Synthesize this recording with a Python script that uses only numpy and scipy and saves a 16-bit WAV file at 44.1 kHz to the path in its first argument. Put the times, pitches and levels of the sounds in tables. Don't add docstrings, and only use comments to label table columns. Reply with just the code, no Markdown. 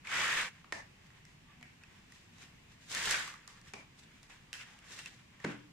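import sys
import numpy as np
from scipy import signal
from scipy.fft import rfft, irfft, next_fast_len
from scipy.io import wavfile
from scipy.ndimage import uniform_filter1d, map_coordinates

SR = 44100
rng = np.random.default_rng(int(sys.argv[2]) if len(sys.argv) > 2 else 0)


def transcribe(signal):
    frames = np.atleast_2d(signal).T
    limited = np.clip(frames, -1, 1)
    pcm = np.round(limited * 32767).astype(np.int16)
    wavfile.write(sys.argv[1], SR, pcm)


def attenuation_scalar(level_db):
    decades = np.asarray(level_db, float) / 20
    return 10 ** decades


N = 252252


def unit(x):
    return x / np.sqrt(np.mean(x ** 2) + 1e-20)


def along(points, hz):
    point_hz, value = np.transpose(points)
    return np.interp(np.log(hz + 1), np.log(point_hz + 1), value)


def line(rows, col):
    s, value = np.transpose(rows)[[0, col]]
    return np.interp(np.arange(N) / SR, s, value)


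def wobble(rate_hz):
    knots = rng.standard_normal(int(N * rate_hz / SR) + 4)
    return map_coordinates(knots, [np.arange(N) * rate_hz / SR])


def filtered(x, response):
    size = next_fast_len(x.shape[-1] + 8192)
    spectrum = rfft(x, size) * response(np.fft.rfftfreq(size, 1 / SR))
    return irfft(spectrum, size)[..., :x.shape[-1]]


def resonance(f, hz, width_hz):
    return 1j * f * width_hz / (hz * hz - f * f + 1j * f * width_hz)


def spread(pair, spectrum, alike):
    def response(hz):
        turn = np.arccos(np.clip(along(alike, hz), -1, 1)) / 2
        return attenuation_scalar(along(spectrum, hz)) * [np.cos(turn), np.sin(turn)]
    mid, side = filtered(pair, response)
    return unit(np.array([mid + side, mid - side]))


def streaked(pair, depth_db):
    z = signal.stft(pair, nperseg=1024)[2]
    field = uniform_filter1d(rng.standard_normal(z.shape[1:]), 3, 0)
    field = uniform_filter1d(field, 7, 1)
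    return signal.istft(z * attenuation_scalar(depth_db * unit(field)), nperseg=1024)[1][:, :N]


def room(x, length_s=0.55):
    # hz, t60_s
    decay = [(200, 0.23), (1000, 0.48), (3000, 0.46), (10000, 0.31)]
    hz, t, z = signal.stft(rng.standard_normal((2, int(length_s * SR))), SR, nperseg=256)
    build = 1 - np.exp(-(t / 0.0072) ** 2)
    age_s = np.maximum(0.58 * t, 1.8 * (t - 0.05))
    fall = attenuation_scalar(-60 * age_s / along(decay, hz)[:, None])
    tail = signal.istft(z * build * fall, SR, nperseg=256)[1]
    return signal.fftconvolve(x, tail / np.linalg.norm(tail[0]), axes=1)


def air():
    # hz, db_per_hz
    vent = [(12, -29), (20, -3.5), (44, -6), (153, 0.5), (523, -18.5), (940, -15.5), (1310, -18.5),
            (2110, -13.5), (2710, -14.5), (4120, -22.5), (7200, -26), (10900, -37.5), (14500, -38),
            (15700, -45)]
    # hz, likeness
    far = [(60, 0.91), (130, 1), (290, 0.64), (640, -0.32), (1410, 0.079), (3100, -0.15), (6820, -0.0095),
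           (15000, 0.029)]
    level_db, drift_db = -63.5 + 2.5, 0.4 * wobble(2.5) + 0.5 * wobble(12)
    noise = streaked(rng.standard_normal((2, N)), depth_db=1.0)
    return attenuation_scalar(level_db + drift_db) * spread(noise, vent, far)


def slips(share):
    slips_per_s = 3000
    chance = rng.random((2, N))
    sizes = attenuation_scalar(np.minimum(4.0 * rng.exponential(size=N), 11)) * (chance[0] < slips_per_s / SR)
    grains = unit(sizes * np.sign(chance[1] - 0.5))
    bed = streaked(rng.standard_normal((2, N)), depth_db=2.0)
    clumps = attenuation_scalar(0.65 * wobble(100) + 0.69 * wobble(300))
    return clumps * (bed + share * np.array([grains, np.roll(grains, 37)]))


def efforts():
    # time_s, rubbing_db
    slide = [
        (0.03, -80),
        (0.048, -56.5),
        (0.12, -36.5),
        (0.22, -33),
        (0.278, -33.5),
        (0.422, -35),
        (0.476, -44.5),
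        (0.522, -64.5),
        (0.62, -71),
    ]
    # time_s, rubbing_db, sleeve_hiss_db
    pull = [
        (2.86, -77.5, 8),
        (2.91, -56, 10),
        (2.952, -40.5, -2),
        (3.024, -41.5, 0.5),
        (3.122, -35, 0.5),
        (3.144, -33.5, -6),
        (3.16, -38, -3),
        (3.25, -44.5, -1),
        (3.46, -69, -8.5),
    ]
    # peak_s, peak_db, rise_s, fall_s, sleeve_hiss_db
    shifts = [(1.068, -67.5, .1, .03, 0), (1.18, -71, .08, 0.048, -4), (1.3, -72, 0.031, .05, -3),
              (1.492, -66.5, 0.07, 0.14, -20), (1.976, -68.5, 0.21, 0.11, -4.5),
              (3.5, -61.5, 0.05, 0.078, -4), (3.582, -65.5, .05, 0.041, -2), (4.3, -57.5, 0.012, 0.13, -3),
              (4.69, -62.5, 0.057, 0.25, -3), (4.85, -69, 0.099, .02, -8), (5.0, -55, 0.071, 0.02, -1),
              (5.344, -68, 0.037, 0.044, -24), (5.5, -50, 0.077, 0.12, -10.5)]
    # peak_s, peak_db, rise_s, fall_s, sleeve_hiss_db
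    strokes = [(1.844, -73, 0.063, 0.056, -10), (2.16, -69, 0.098, 0.14, 5.5),
               (2.428, -59.5, 0.085, 0.073, 1.5), (2.722, -69, .04, 0.052, 2),
               (2.84, -67, 0.065, 0.079, 3.5), (3.68, -59.5, 0.052, 0.065, 0),
               (3.995, -70, 0.028, .03, 11.5), (4.035, -67.5, .02, 0.034, 5), (4.12, -70, .04, 0.086, -5),
               (4.24, -67, 0.11, 0.054, -2), (4.54, -49.5, .003, 0.084, -5),
               (4.608, -53.5, 0.03, 0.089, -6), (4.92, -55.5, 0.063, 0.28, 3),
               (5.07, -50.5, 0.012, 0.032, -5), (5.194, -63, 0.0082, 0.03, -21), (5.43, -70, 0.041, .03, 0)]
    edge_db, edge_power = 19.5, 1.21
    t = np.arange(N) / SR

    def parts(db, hiss_db, slab_db):
        return attenuation_scalar(db) * np.array([np.ones(N), attenuation_scalar(hiss_db) * np.ones(N), attenuation_scalar(slab_db) * np.ones(N)])

    def inside(rows):
        return (t > rows[0][0]) & (t < rows[-1][0])

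    out = parts(-79 + 2.5 * wobble(14), -6.5, -1.5)
    out += inside(slide) * parts(line(slide, col=1), -7, -13)
    out += inside(pull) * parts(line(pull, col=1), line(pull, col=2), -14.5)
    for rows, slab_db in ((shifts, -8.5), (strokes, -18.5)):
        for s, db, rise_s, fall_s, hiss_db in rows:
            a, b = round((s - 3 * rise_s) * SR), round((s + 3 * fall_s) * SR)
            away = np.maximum((s - t[a:b]) / rise_s, (t[a:b] - s) / fall_s)
            out[:, a:b] += attenuation_scalar(db - edge_db * away ** edge_power) * attenuation_scalar([[0], [hiss_db], [slab_db]])
    return out


def rubbing():
    # hz, db_per_hz
    foam_spectrum = [(530, -64), (900, -14.5), (1690, 2), (1830, 2), (1980, 1.5), (3390, -6.5), (3800, -13),
                     (4940, -88), (8360, -120)]
    # hz, db_per_hz
    sleeve_spectrum = [(1940, -10), (3300, -4), (3690, -1.5), (4490, -4), (7420, -5), (10400, -17.5),
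                       (14400, -26.5), (15400, -23), (15700, -49)]
    # hz, db_per_hz
    slab_spectrum = [(41, -42), (70, -23), (166, -1), (286, -18), (480, -2), (647, -4), (1100, 4),
                     (1430, -8), (2420, -120)]
    # hz, likeness
    near = [(60, 0.96), (130, 0.98), (290, 0.85), (640, 0.2), (1410, 0.7), (3100, 0.11), (6820, -0.19),
            (15000, -0.18)]
    # time_s, colour_hz
    colour = [(0, 1790), (1.0, 1990), (2.8, 2240), (2.95, 1910), (3.5, 1850), (3.7, 2100), (4.85, 1890),
              (5.0, 2550), (5.2, 1960)]
    foam_gain, hiss_gain, slab_gain = efforts()
    bright = np.clip((line(colour, col=1) - 1300) / 1800, 0, 1)
    body = spread(slips(share=0.53), foam_spectrum, near)
    low = unit(filtered(body, lambda hz: ((hz + 1) / 2000) ** -0.7))
    high = unit(filtered(body, lambda hz: ((hz + 1) / 2000) ** 1.2))
    foam = foam_gain * ((1 - bright) * low + bright * high)
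    sleeve = hiss_gain * spread(slips(share=0.88), sleeve_spectrum, near)
    slab = slab_gain * spread(slips(share=0.19), slab_spectrum, near)
    return attenuation_scalar(1.02 * wobble(25.16)) * (foam + sleeve + slab)


def release_voice(push, ring_hz, crack_db, knock_db, ring_share):
    port_hz = 9300
    fade = attenuation_scalar(-60 * np.arange(push.shape[1]) / SR / 0.02)

    def dull(f):
        return 1 / (1 + 1.4j * f / port_hz - (f / port_hz) ** 2) ** 2

    def peak(x):
        return x / np.abs(x).max()

    ring = peak(filtered(push, lambda f: resonance(f, ring_hz, 136) * dull(f)))
    block = peak(filtered(push, lambda f: resonance(f, 1860, 850) * resonance(f, 2050, 1700) * dull(f)))
    crack = peak(filtered(push * fade, lambda f: resonance(f, 4830, 8400) ** 2 * dull(f)))
    knock = peak(filtered(push, lambda f: resonance(f, 790, 1330) ** 2))
    return ring_share * ring + 0.42 * block + attenuation_scalar(crack_db + 12) * crack + attenuation_scalar(knock_db + 9.0) * knock


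def snaps():
    # start_s, peak_db, ring_hz, crack_db
    releases = [(0.0503, -36.5, 2090, -22), (0.0718, -29, 2220, -23), (1.1039, -47.5, 1900, -18),
                (1.2525, -46.5, 1970, -6.5), (1.6277, -36, 2170, -20.5), (2.9163, -40, 1860, -1),
                (2.927, -36, 2560, -1), (2.9642, -38, 2000, -6), (3.003, -40, 1800, -12),
                (3.056, -27, 3300, -7), (3.1104, -19.5, 1670, -4.5), (3.129, -23, 1680, -10),
                (3.1427, -17.5, 1570, -33), (3.477, -37.5, 1140, -6), (4.2981, -52, 2150, -8),
                (4.53, -25.5, 2660, -10), (4.5378, -34, 3140, -12), (4.9902, -32.5, 2760, -12.5)]
    # start_s, peak_db, ring_hz, crack_db
    ticks = [
        (1.6544, -46, 1830, -31.5),
        (1.8361, -39, 2550, -17.5),
        (2.1214, -44, 1900, -10),
        (3.3396, -36, 1230, -13),
        (3.6147, -51.5, 1810, -2),
        (4.552, -42, 1890, -17),
        (4.613, -33, 2610, -34),
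        (4.7895, -45.5, 2760, -10),
        (5.0596, -28.5, 2640, -11.5),
    ]
    # start_s, peak_db, ring_hz, crack_db, knock_db
    bumps = [(0.6444, -44.5, 1160, -38, -9), (0.7237, -23.5, 1780, -12, -9), (0.728, -33.5, 1750, -22, -15),
             (1.6117, -49.5, 2170, -11, -6), (2.384, -50, 2070, -6, -9), (2.949, -33.5, 1670, 2, -18),
             (3.277, -30, 1140, -16, -30), (3.7363, -30.5, 2330, -13.5, -12.5),
             (3.7404, -34.5, 2270, -15.5, -7.5), (4.2305, -50.5, 2430, -2, -10),
             (5.4018, -42, 1840, -17, -19), (5.4416, -34, 2010, -32, -18), (5.445, -23.5, 1490, -25, -21),
             (5.4482, -26.5, 1490, -20, -7.5)]
    # knock_db, room_db; bumps carry their own knock
    kinds = ((releases, (-29.5, 0.41)), (ticks, (-29, -15)), (bumps, (0.29,)))
    out, t = np.zeros((2, N + SR)), np.arange(2048) / SR
    kick = np.ones((2, 1)) * (t == 0)
    events = [(*row, *kind) for rows, kind in kinds for row in rows]
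    for s, db, ring_hz, crack_db, knock_db, room_db in events:
        tearing = rng.standard_normal((2, len(t))) * attenuation_scalar(-60 * t / 0.02)
        tearing[1] = 0.5 * tearing[0] + 0.97 * tearing[1]
        push = tearing + 2.9 * kick
        hit = attenuation_scalar(db - 3.0) * release_voice(push, ring_hz, crack_db, knock_db, ring_share=0.62)
        to_walls = release_voice(kick, ring_hz, crack_db, knock_db, ring_share=0.4)
        wet = attenuation_scalar(db + room_db - 2.5) * room(to_walls)
        start = round(s * SR)
        out[:, start:][:, :len(t)] += hit
        out[:, start:][:, :wet.shape[1]] += wet
    return out[:, :N]


def drops():
    # start_s, level_db
    landings = [
        (0.723, -59),
        (3.738, -54.5),
        (5.445, -34.5),
    ]
    # mode_hz, level_db, t60_s
    modes = [(124, -18, 0.99), (166, -6, 0.32), (206, -3.5, 0.31), (291, -9, 0.64), (394, 1.5, 0.096),
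             (455, -15.5, 0.49)]
    out, t = np.zeros(N + SR), np.arange(SR // 2) / SR
    for s, db in landings:
        noise = rng.standard_normal(len(t))
        thump = unit(filtered(noise, lambda f: resonance(f, 278, 240) ** 2)) * attenuation_scalar(-5.5 - 60 * t / 0.33)
        for hz, level_db, t60_s in modes:
            rocking = attenuation_scalar(2.5 * wobble(45)[:len(t)])
            phase = 2 * np.pi * hz * t + 0.55 * wobble(35.3)[:len(t)]
            thump = thump + attenuation_scalar(level_db - 60 * t / t60_s) * rocking * np.sin(phase)
        onset = 1 - np.exp(-t / 0.002)
        out[round(s * SR):][:len(t)] += attenuation_scalar(db) * thump * onset
    direct = np.array([out[:N], out[:N]])
    return direct + attenuation_scalar(-8.0) * room(direct)[:, :N]


def squeaks():
    # start_s, length_s, pitch_hz, level_db
    songs = [
        (1.475, 0.055, 1170, -65),
        (1.557, 0.13, 240, -61.5),
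        (3.74, 0.088, 2340, -63),
        (3.79, 0.094, 857, -70),
    ]
    t, out = np.arange(N) / SR, np.zeros(N)
    drift_s = np.cumsum(0.0131 * wobble(90)) / SR
    for s, length_s, hz, db in songs:
        turn = 2 * np.pi * hz * (t + drift_s)
        swell = np.sin(np.pi * np.clip((t - s) / length_s, 0, 1))
        out += attenuation_scalar(db) * swell * (np.sin(turn) + 0.24 * np.sin(3 * turn))
    return out


def scene():
    return air() + rubbing() + snaps() + drops() + squeaks()


def low_pass(x):
    return signal.sosfilt(signal.butter(12, 15880, fs=SR, output="sos"), x)


def record(dry):
    top_hz, busy_top_hz, busy_db = 15860, 15200, -62
    top = filtered(dry, lambda hz: hz > busy_top_hz)
    treble = filtered(dry, lambda hz: hz > 3000)[0]
    busy = uniform_filter1d(treble ** 2, 2048) > attenuation_scalar(busy_db) ** 2
    kept = dry - top * uniform_filter1d(1.0 * busy, 512)
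    return low_pass(filtered(kept, lambda hz: hz < top_hz))


dry = scene()
out = record(dry)
transcribe(out)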